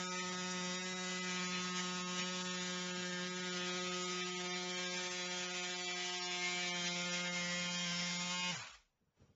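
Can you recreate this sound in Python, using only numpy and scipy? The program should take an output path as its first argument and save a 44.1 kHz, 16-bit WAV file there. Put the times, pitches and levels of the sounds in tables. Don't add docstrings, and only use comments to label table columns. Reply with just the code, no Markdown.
import sys
import numpy as np
from scipy import signal
from scipy.io import wavfile
from scipy.ndimage import uniform_filter1d

SR = 44100
rng = np.random.default_rng(int(sys.argv[2]) if len(sys.argv) > 2 else 0)


def generate_wav(sig):
    pcm = np.round(np.clip(np.atleast_2d(sig).T, -1, 1) * 32767).astype(np.int16)
    wavfile.write(sys.argv[1], SR, pcm)


def volts(x):
    e = np.asarray(x, float) / 20
    return 10 ** e


N = 412332
HOP, BINS = 128, 257
HZ = np.fft.rfftfreq(512, 1 / SR)
FRAME_S = np.arange(N // HOP + 5) * HOP / SR
OFF_S, BRAKE_S = 8.51, 8.74

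# (time [s], boom of order 1 [dB])
BOOM_DB = [(0.0, -48.5), (0.02, -49), (0.68, -44.5), (0.87, -48.5), (1.44, -44.5), (3.74, -47.5),
           (4.99, -51), (5.09, -55.5), (5.28, -51.5), (6.13, -57.5), (6.63, -52), (6.84, -49), (7.95, -47),
           (8.24, -47.5), (8.4, -51), (8.5, -47)]


def evened(x):
    return x / np.sqrt(np.mean(abs(x) ** 2) + 1e-20)


def read(points, hz):
    f, value = np.transpose(points)
    return np.interp(np.log(hz + 1), np.log(f + 1), value)


def curve(rows, t):
    s, value = np.transpose(rows)
    return np.interp(t, s, value)


def bump(t, middle, length):
    return np.exp(-4 * ((t - middle) / length) ** 2)


def drift(shape, span):
    width = max(int(span), 1)
    once = uniform_filter1d(rng.standard_normal(shape), width, 0)
    return evened(uniform_filter1d(once, width, 0))


def noise(field_db):
    z = rng.standard_normal(field_db.shape) + 1j * rng.standard_normal(field_db.shape)
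    return signal.istft((z * volts(field_db)).T, nperseg=512, noverlap=512 - HOP)[1][:N]


def shed(x):
    t60_s = .3
    t = np.arange(SR // 2) / SR
    taps = rng.choice([-1., 1.], len(t)) * (rng.random(len(t)) < .05)
    taps = taps * volts(-60 * t / t60_s) * (t > .006)
    return signal.fftconvolve(x, taps / np.linalg.norm(taps))[:N]


def shuffle():
    # (peak [s], rise [s], scuff level [dB], rustle level [dB])
    steps = [
        (9.015, 0.024, -72, -94),
        (9.08, 0.037, -74, -99),
        (9.175, 0.011, -71, -77),
        (9.22, 0.051, -58, -74),
        (9.296, 0.016, -62.5, -79),
    ]
    # (frequency [Hz], density [dB per Hz])
    thud = [(24, -27), (60, -2), (218, -14), (254, -20), (294, -28), (440, -16.5), (900, -43), (1170, -68),
            (1980, -120)]
    # (frequency [Hz], density [dB per Hz])
    cloth = [(300, -28), (600, -4.5), (1200, -7.5), (2000, -11.5), (3000, -13), (4200, -17), (5300, -17),
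             (5800, -11), (6300, -21), (7000, -16), (7800, -28)]
    rise_db, scuff_fade_db_per_s, rustle_fade_db_per_s = 19, 253, 73
    rustle_slower = 2.4

    t = np.arange(N) / SR
    low, high = volts(-83.5), volts(-88)
    for peak_s, rise_s, low_db, high_db in steps:
        before_db = -rise_db * np.maximum(peak_s - t, 0) / rise_s
        after_s = np.maximum(t - peak_s, 0)
        low = np.maximum(low, volts(low_db + before_db - scuff_fade_db_per_s * after_s))
        high = np.maximum(high, volts(high_db + before_db / rustle_slower - rustle_fade_db_per_s * after_s))
    still = np.zeros((len(FRAME_S), 1))
    scuff = evened(noise(still + read(thud, HZ)))
    rustle = evened(noise(still + read(cloth, HZ)))
    return (low * scuff + high * rustle) * np.clip((t - 8.75) / 0.067, 0, 1)


def cutting():
    # (time [s], whine level [dB])
    effort = [(0, -47), (.95, -47), (1.4, -45), (1.8, -46), (2.0, -47), (2.5, -45.5), (3.2, -47),
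              (3.7, -45), (4.8, -44), (6.1, -44), (6.5, -43.5), (8.3, -42.5)]
    # (middle [s], length [s], whine change [dB], treble change [dB])
    snags = [(.08, .08, -0.5, 0.5), (0.201, 0.059, 4.5, 1.5), (0.516, 0.02, -4.5, 4), (0.649, .06, -1, 1),
             (0.764, .07, 2.5, 2.5), (0.995, 0.12, -3.5, -1.5), (1.55, 0.055, 4, -1.5),
             (1.788, .05, 5.5, 5), (2.207, 0.05, 8, 6), (2.437, 0.018, -19, -3.5), (3.631, .05, 3, -4),
             (3.705, 0.03, 3, -0.5), (4.009, 0.085, -2.5, 1.5), (4.23, 0.045, 4.5, -1),
             (4.316, 0.091, -1, -0.5), (4.429, 0.013, -7, -2.5), (4.55, .06, 3.5, 0.5),
             (4.639, 0.12, -2.5, -3), (4.798, 0.061, 0.5, -1), (4.974, .04, 2, 1.5),
             (5.132, 0.079, -2, -0.5), (5.531, .03, -1, -2.5), (5.836, 0.033, -2.5, 2.5),
             (6.228, 0.058, -2.5, 4), (8.4, .3, -2, -1.5), (6.877, 0.043, 4.5, 5), (7.139, .05, 2.5, 1.5),
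             (7.263, 0.087, 1, -1), (7.318, 0.032, -4.5, -4), (7.476, 0.078, -3, 0.5),
             (7.722, 0.041, -5, -0.5), (8.467, 0.12, 1, -1)]
    # (middle [s], length [s], level [dB])
    knocks = [
        (8.52, 0.021, 0.5),
        (8.569, 0.027, 0.5),
        (8.586, 0.017, -4.5),
        (8.615, 0.033, 2.5),
        (8.645, 0.022, -2.5),
        (8.665, 0.013, -2),
        (8.71, .02, 1.5),
        (8.737, 0.024, 2.5),
        (8.757, 0.018, 3),
    ]
    treble_follows, middle_follows = 0.97, 0.19
    snag_roughens = 0.2
    clear_s, clear_db = 8.3, 2.5
    rattle_db, coast_db_per_s, brake_db_per_s = 10.5, 97, 109
    dull_db_per_s, sharp_db_per_s, warm_db_per_s = 31, 24, 75

    effort_db = curve(effort, FRAME_S)
    snag_db = sum(db * bump(FRAME_S, s, length) for s, length, db, _ in snags)
    bright_db = sum(db * bump(FRAME_S, s, length) for s, length, _, db in snags)
    off_s = np.maximum(FRAME_S - OFF_S, 0)

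    fall_db = rattle_db * np.minimum(off_s / 0.052, 1) - coast_db_per_s * off_s
    fall_db = fall_db - brake_db_per_s * np.maximum(FRAME_S - BRAKE_S, 0)
    fall_db = fall_db + sum(db * bump(FRAME_S, s, length) for s, length, db in knocks)

    treble_db = (treble_follows - 1) * effort_db + bright_db - snag_db
    treble_db = treble_db - dull_db_per_s * np.minimum(off_s, .14)
    treble_db = treble_db + sharp_db_per_s * np.clip(off_s - .15, 0, .12)
    middle_db = (middle_follows - 1) * (effort_db + snag_db) + warm_db_per_s * np.minimum(off_s, .06)
    clean_db = np.where(FRAME_S < clear_s, -snag_roughens * snag_db, clear_db * (FRAME_S < OFF_S))
    return effort_db + snag_db + fall_db, treble_db, middle_db, clean_db


def tilt(hz, treble_db, middle_db):
    top = np.clip((hz - 3900) / 600, 0, 1)
    middle = np.clip((1900 - hz) / 400, 0, 1) * np.clip((hz - 300) / 200, 0, 1)
    running = FRAME_S < 8.4
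    treble = np.outer(treble_db - treble_db[running].mean(), top)
    return treble + np.outer(middle_db - middle_db[running].mean(), middle)


def grind(turns):
    # (frequency [Hz], density [dB per Hz])
    spectrum = [(30, -25), (100, -22), (160, 5), (260, -17), (450, -10), (900, -6), (1500, -3), (2300, 1),
                (3600, -1), (4300, -2.5), (5600, -1), (6900, -1.5), (7400, -4), (7800, -29.5)]
    grind_db, pulse_depth = -5.5, 0.23

    level_db, treble_db, middle_db, clean_db = cutting()
    patches = evened(uniform_filter1d(drift((len(FRAME_S), BINS), 9.2), 6, 1))
    patches = patches * np.where(FRAME_S < OFF_S, 1, .3)[:, None]
    shape_db = read(spectrum, HZ)
    field_db = shape_db + 1.7 * patches + drift(len(FRAME_S), 4.4)[:, None]
    field_db = field_db + tilt(HZ, treble_db, middle_db)
    band = (HZ > 1700) & (HZ < 4200)
    unit = np.std(noise(np.where(band, shape_db, -200) + 0 * field_db))

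    boom_db = 0.59 * curve(BOOM_DB, FRAME_S) - 16.7 - 120 * np.maximum(FRAME_S - 8.58, 0)
    bench = np.clip((480 - HZ) / 200, 0, 1)
    drive_db = np.outer(level_db - clean_db, 1 - bench) + np.outer(boom_db, bench)
    hiss = noise(field_db + grind_db + drive_db) / unit
    teeth = signal.lfilter(*signal.butter(2, 700, "high", fs=SR), hiss)
    moving = np.arange(N) < BRAKE_S * SR
    return hiss + pulse_depth * moving * teeth * np.cos(2 * np.pi * turns)


def whine(turns):
    # (order, level [dB])
    at_start = [(1, 0), (2, -8), (3, -11), (4, -16), (5, -11), (6, -16), (7, -6), (8, -14.5), (9, -11.5),
                (10, -10), (11, -7.5), (12, -13.5), (13, -14), (14, -11), (15, -17.5), (16, -13.5),
                (17, -13), (18, -16), (19, -16), (20, -9), (21, -13), (22, -16.5), (23, -17.5), (24, -27)]
    at_near = [(1, 0), (2, -9), (3, -9.5), (4, -20), (5, -13), (6, -10.5), (7, -7), (8, -13.5), (9, -11.5),
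               (10, -9.5), (11, -10), (12, -13.5), (13, -12.5), (14, -9), (15, -11.5), (16, -13.5),
               (17, -11.5), (18, -12), (19, -9), (20, -14.5), (21, -10), (22, -12), (23, -17), (24, -31)]
    at_midway = [(1, 0), (2, -2), (3, -8), (4, -7), (5, -14), (6, -16.5), (7, -4), (8, -10.5), (9, -10.5),
                 (10, -6), (11, -8), (12, -8.5), (13, -7), (14, -9), (15, -9.5), (16, -8.5), (17, -7),
                 (18, -8), (19, -6), (20, -10), (21, -7.5), (22, -9), (23, -11.5), (24, -12)]
    at_far = [(1, 0), (2, -7), (3, -8), (4, -6), (5, -11.5), (6, -11.5), (7, -12), (8, -10.5), (9, -11),
              (10, -9.5), (11, -13), (12, -6), (13, -9), (14, -8), (15, -9), (16, -10.5), (17, -8),
              (18, -8), (19, -11.5), (20, -7.5), (21, -15), (22, -12), (23, -8), (24, -17.5)]
    at_edge = [(1, 0), (2, -17), (3, -11.5), (4, -17), (5, -4.5), (6, -9), (7, -13), (8, -12), (9, -12.5),
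               (10, -17), (11, -16.5), (12, -4.5), (13, -9), (14, -14), (15, -11.5), (16, -7), (17, -7),
               (18, -8.5), (19, -7), (20, -9.5), (21, -11), (22, -13), (23, -12), (24, -22)]
    places_s = [1.25, 1.45, 2.4, 3.0, 6.0, 6.4, 7.6, 8.2]
    # (frequency [Hz], level [dB])
    upper = [(4200, -16), (5500, -12), (6300, -16.5), (6900, -13), (7400, -22.5), (7800, -38)]
    # (order, level [dB])
    housing = [
        (2, -52.5),
        (4, -60.5),
        (7, -56),
    ]
    # (order, middle [s], length [s], level [dB])
    spots = [(2, 4.05, 1.5, 5), (2, 8.05, 1.6, -11.5), (4, 1.6, 0.15, -11), (4, 2.5, 0.64, -5.5),
             (4, 3.4, 0.64, -7), (4, 3.6, 0.63, 8.5), (4, 6.215, 1.93, 9), (3, 8.4, 0.3, -3.5),
             (7, 0.12, 0.83, 7), (7, 1.75, 1.1, 6.5), (7, 2.2, 0.062, 4.5), (7, 4.03, 0.87, 7.5),
             (7, 5.7, 2.5, -3), (7, 7.87, 1.0, -6.5), (7, 8.5, 0.19, -11), (3, 4.24, 0.29, -12),
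             (11, 1.22, 0.56, 5.5), (12, 6.45, 0.096, 11.5), (13, 5.2, 1.6, 2.5), (18, 7.77, 0.81, 4),
             (1, 8.556, 0.017, -17), (1, 8.67, 0.1, -24), (3, 6.27, 0.95, -12), (5, 5.05, 2.4, 3.5),
               (8, 3.56, 0.5, 6.5), (8, 5.53, 0.54, 4.5), (8, 6.16, 0.8, -7), (8, 7.15, 0.58, 5.5),
               (9, 0.16, 0.26, -7), (9, 3.1, 0.89, 8), (10, 5.95, 1, -4.5), (11, 7.5, 0.27, 9),
               (32, 4.4, 1.8, 4), (13, 1.4, 0.5, 6), (14, 2.8, 0.87, -11.5), (14, 5.52, 0.54, 3),
               (14, 7.7, 0.37, 10.5), (24, 1.7, 1.1, 3.5), (16, 8.45, 0.25, 3.5), (17, 5.15, 0.3, -14),
               (17, 7.4, 0.38, -9.5), (18, 0.1, 0.25, -6), (18, 0.75, 0.5, 1), (24, 8.25, 0.5, 5.5),
               (37, 6.85, 0.2, 8), (21, 0.95, 0.43, 7.5), (21, 1.55, 0.32, -8), (23, 1.55, 0.28, 6),
               (9, 7.25, 0.2, 7.5), (24, 0.98, 0.5, 13.5)]
    # (order, middle [s], length [s], level [dB])
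    moving = [(3, 1.7, 0.7, -8.5), (3, 4.56, 0.25, -4.5), (4, 3.4, 0.72, -2.5), (4, 4.55, 0.52, 7.5),
              (5, 1.06, 0.61, -4), (5, 7.98, 0.62, -9.5), (6, 4.84, 0.32, 9.5), (8, 7.86, 0.11, -2),
              (9, 8.6, 0.15, 8), (10, 3.11, 0.24, 5.5), (10, 4.24, 0.98, -3.5), (11, 2.5, 0.13, -10),
              (11, 4.88, 0.64, -3), (11, 6.0, 0.3, 1), (12, 1.59, 0.51, 4), (12, 9.6, 0.15, -13),
              (16, 2.2, 0.23, 8.5), (13, 6.53, 0.41, 6), (13, 6.5, 0.34, -6), (13, 8.29, 0.23, -4.5),
              (14, 3.62, 0.15, 5), (14, 4.78, 0.23, -9), (15, 7.85, 0.4, -11), (16, 6.25, 0.35, 5),
              (15, 6.83, 0.22, -15), (16, 1.6, 0.34, 3.5), (16, 4.88, 0.53, -7.5), (16, 4.3, 0.15, -6),
              (16, 5.7, 0.57, -5), (16, 8.15, 0.33, -7), (17, 4.75, 0.15, 9.5), (18, 1.9, 0.17, -5),
              (18, 6.81, 0.14, 9), (19, 2.41, 0.29, 1.5), (19, 3.1, 0.24, -12.5), (19, 4.46, 1.2, -4.5),
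              (19, 6.33, 0.16, 7), (19, 8.35, 0.7, -6), (20, 1.2, 0.29, -5.5), (20, 4.5, 1.2, 4),
              (20, 7.5, 1.1, -9.5), (21, 5.25, 1.6, -5), (21, 7.45, 1.6, 4), (13, 5.9, 0.12, 6),
              (13, 0.16, 0.2, 8), (23, 4.354, 0.44, -11), (23, 7.6, 1.5, -9), (24, 5.55, 0.74, -8)]
    # (order, middle [s], length [s], level [dB])
    swells = [(7, 6.69, 1.4, -2), (9, 4.88, 0.18, 8), (9, 7.9, 0.18, 7), (12, 2.57, 0.38, 0.5),
              (32, 1.5, 0.6, -5.5), (12, 7.35, 0.49, 6.5), (28, 1.7, 1.8, -5.5), (13, 6.57, 0.41, 8),
              (14, 7.69, 0.53, -8.5), (14, 8.42, 0.28, 12.5), (15, 1.1, 1.2, 3), (15, 4.58, 0.28, -6),
              (17, 4.77, 0.45, -5.5), (17, 7.44, 0.19, 10.5), (17, 8.12, 0.25, -8.5),
              (18, 1.57, 0.28, -12.0), (20, 2.47, 0.71, 4.5), (21, 6.7, 0.6, 4), (28, 7.95, 0.35, -6.0),
              (22, 5.25, 0.15, 7), (23, 4.56, 0.31, 8.5), (25, 0.79, 1.2, -10.5), (25, 5.95, 0.41, 9),
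              (27, 1, 0.52, -5.5), (27, 9, 0.3, 14.0), (27, 8.42, 0.2, 7.5), (28, 8.4, 0.17, -10),
              (28, 8, 0.35, 9.5), (29, 0.57, 0.64, -4.5), (29, 2.41, 0.7, -7), (29, 5.52, 0.55, -16),
              (30, 1.3, 0.83, -8), (30, 8.01, 0.2, 11), (32, 0.55, 0.7, 5), (32, 8.06, 0.7, 5),
              (33, 5.56, 0.7, 7.5), (34, 0.12, 0.31, 6), (35, 5.1, 0.35, 10), (36, 0.19, 0.21, -21),
              (36, 2, 0.15, 6), (36, 6.8, 0.77, -13), (38, 2.76, 0.7, 5.5), (39, 8.22, 0.28, 9.5),
              (40, 7.78, 0.25, 10.5)]
    whine_db, play_rad = -.6, .0085

    level_db, treble_db, middle_db, clean_db = cutting()
    k = np.arange(1, 44)
    places = [at_start, at_near, at_near, at_midway, at_midway, at_far, at_far, at_edge]
    place_db = np.array(places)[:, :, 1]
    low = np.array([np.interp(FRAME_S, places_s, order_db) for order_db in place_db.T]).T
    db = np.hstack([low, np.tile(read(upper, 180 * k[24:]), (len(low), 1))])
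    db = db - 10 * np.log10(volts(2 * db[:, 9:23]).sum(1))[:, None]
    db = db + (level_db + clean_db + whine_db)[:, None] + tilt(180 * k, treble_db, middle_db)
    db = db + 1.18 * drift(db.shape, 45)
    db[:, 0] = curve(BOOM_DB, FRAME_S) + 2.1
    for order, steady_db in housing:
        db[:, round(order) - 1] = steady_db
    for order, middle_s, length_s, spot_db in spots + moving + swells:
        db[:, round(order) - 1] += spot_db * bump(FRAME_S, middle_s, length_s)

    ringing = np.clip((db - uniform_filter1d(db, 5, 1)) / 8, 0, .8)
    db = db + 1.9 * drift(db.shape, 7) * np.minimum(k / 5, 1) * (1 - ringing)
    off_s = np.maximum(FRAME_S - OFF_S, 0)[:, None]
    db = db - off_s * np.where(k == 1, 70, 500)

    blur_rad = play_rad * k * (1 - ringing) + 40 * off_s * np.clip(k / 4, 0, 1) ** 2
    wobble = rng.uniform(0, 2 * np.pi, len(k)) + blur_rad * drift(db.shape, 6.5)
    wobble = wobble + 0.03 * np.outer(drift(len(db), 5.3), k)
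    wobble = wobble + 1.2 * drift(db.shape, 150) * (k > 2)
    t = np.arange(N) / SR
    total = np.zeros(N)
    for j, order in enumerate(k):
        level = np.sqrt(2) * np.interp(t, FRAME_S, volts(db[:, j]))
        total += level * np.cos(2 * np.pi * order * turns + np.interp(t, FRAME_S, wobble[:, j]))
    return total


def shaft_turns():
    # (time [s], speed [Hz])
    speed = [(0.0, 181.6), (0.71, 181.5), (0.87, 183.7), (1.47, 181.7), (2.18, 180.2), (2.32, 181.5),
             (3.17, 179.9), (3.31, 180.9), (4.9, 179.1), (4.97, 180.5), (6.27, 179.2), (6.34, 178.5),
             (6.63, 178.5), (6.79, 176.6), (7.81, 176.8), (7.9, 174.2), (8.38, 178.3), (8.5, 179)]
    # (middle [s], length [s], speed change [Hz])
    tugs = [(0.51, 0.066, 0.61), (0.662, 0.17, -1.15), (1.066, 0.16, -0.58), (1.405, 0.44, -0.83),
            (2.295, 0.29, 0.5), (2.719, 0.46, -0.19), (3.191, 0.15, -0.91), (3.401, 0.094, 0.65),
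            (3.583, 0.16, -1.34), (4.33, 0.17, 0.51), (4.727, 0.3, 0.78), (4.849, 0.057, 0.71),
            (5.238, 0.089, -1), (6.16, 0.06, 0.705), (6.88, 0.19, -0.66), (7.199, 0.3, 0.6),
            (7.458, 0.098, -0.79), (7.883, 0.06, -0.796), (8.026, 0.1, 0.79), (8.359, 0.16, 0.84)]
    coast_s = .2

    t = np.arange(N) / SR
    tug_hz = sum(change * bump(FRAME_S, s, length) for s, length, change in tugs)
    shaft_hz = curve(speed, t) + np.interp(t, FRAME_S, tug_hz)
    return np.cumsum(shaft_hz * np.exp(-np.maximum(t - OFF_S, 0) / coast_s)) / SR


def scene():
    shed_db = -17
    turns = shaft_turns()
    tool = grind(turns) + whine(turns)
    return np.tile(tool + volts(shed_db) * shed(tool) + shuffle(), (2, 1))


def voice_link(x):
    # (middle [s], length [s], drop of the weak parts [dB])
    starved = [(.079, .072, -27), (.202, .08, -21), (.811, .095, -20), (1.215, .035, -19),
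               (1.472, .035, -22), (1.726, .035, -15), (2.047, .05, -10), (2.226, .047, -15),
               (2.311, .022, -15), (2.496, .027, -18), (2.583, .045, -9), (2.937, .042, -17),
               (3.33, .075, -24), (3.425, .04, -12), (3.51, .025, -9), (3.715, .025, -9), (4.052, .042, -8),
               (4.234, .037, -20), (4.34, .065, -21), (4.513, .082, -25), (4.755, .057, -18),
               (4.884, .08, -17), (4.97, .03, -9), (5.283, .04, -11), (5.502, .065, -20), (5.754, .06, -23),
               (5.85, .06, -20), (5.94, .035, -14), (6.215, .09, -21), (6.393, .035, -22),
               (6.718, .037, -18), (6.886, .042, -17), (7.1, .06, -24), (7.303, .035, -12),
               (8.37, .042, -18),
               (8.562, 0.021, -12),
        (8.62, 0.022, -8),
        (8.728, 0.025, -12),
    ]
    short_per_s, short_s, short_db = 4, .017, -7

    size, hop = 1408, 176
    hz, t, z = signal.stft(x, SR, nperseg=size, noverlap=size - hop)
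    brief = [(s, short_s, short_db) for s in rng.uniform(0, OFF_S, round(short_per_s * OFF_S))]
    middle_s, length_s, drop_db = np.transpose(starved + brief)[:, :, None]
    gate = np.clip((length_s / 2 + .003 - abs(t - middle_s)) / .003, 0, 1)
    depth_db = -5.0 + (1.8 * drop_db * gate).min(0)
    power = uniform_filter1d(abs(z) ** 2, 5, 1)
    patchy_db = 1.2 + 2.6 * evened(uniform_filter1d(drift(z.shape, 8), 8, 1))
    lenient_db = -4 * np.clip((1500 - hz) / 600, 0, 1)[:, None]
    threshold = volts(2 * (patchy_db + lenient_db)) * uniform_filter1d(power, 40, 0)
    bass_spared = np.clip((hz - 200) / 1100, .25, 1)[:, None]
    z = z * np.where(power < threshold, volts(bass_spared * depth_db), 1)
    return signal.istft(z, SR, nperseg=size, noverlap=size - hop)[1][:N]


def top_cut(x):
    return signal.sosfilt(signal.butter(12, 15700, fs=SR, output="sos"), x)


def record(dry):
    hiss_db = -101
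    kept = voice_link(dry[0])
    low_pass = signal.firwin(801, 7840, window=("kaiser", 10), fs=SR)
    kept = signal.oaconvolve(kept, low_pass, "same")
    kept = signal.lfilter(*signal.butter(1, 120, "high", fs=SR), kept)
    top_band = signal.firwin(201, [10200, 15600], pass_zero=False, fs=SR)
    hiss = evened(signal.oaconvolve(rng.standard_normal(N), top_band, "same"))
    kept = kept + volts(hiss_db) * hiss * np.clip((8.9 - np.arange(N) / SR) / 0.14, .3, 1)
    return top_cut(np.tile(kept, (2, 1)))


dry = scene()
out = record(dry)
generate_wav(out)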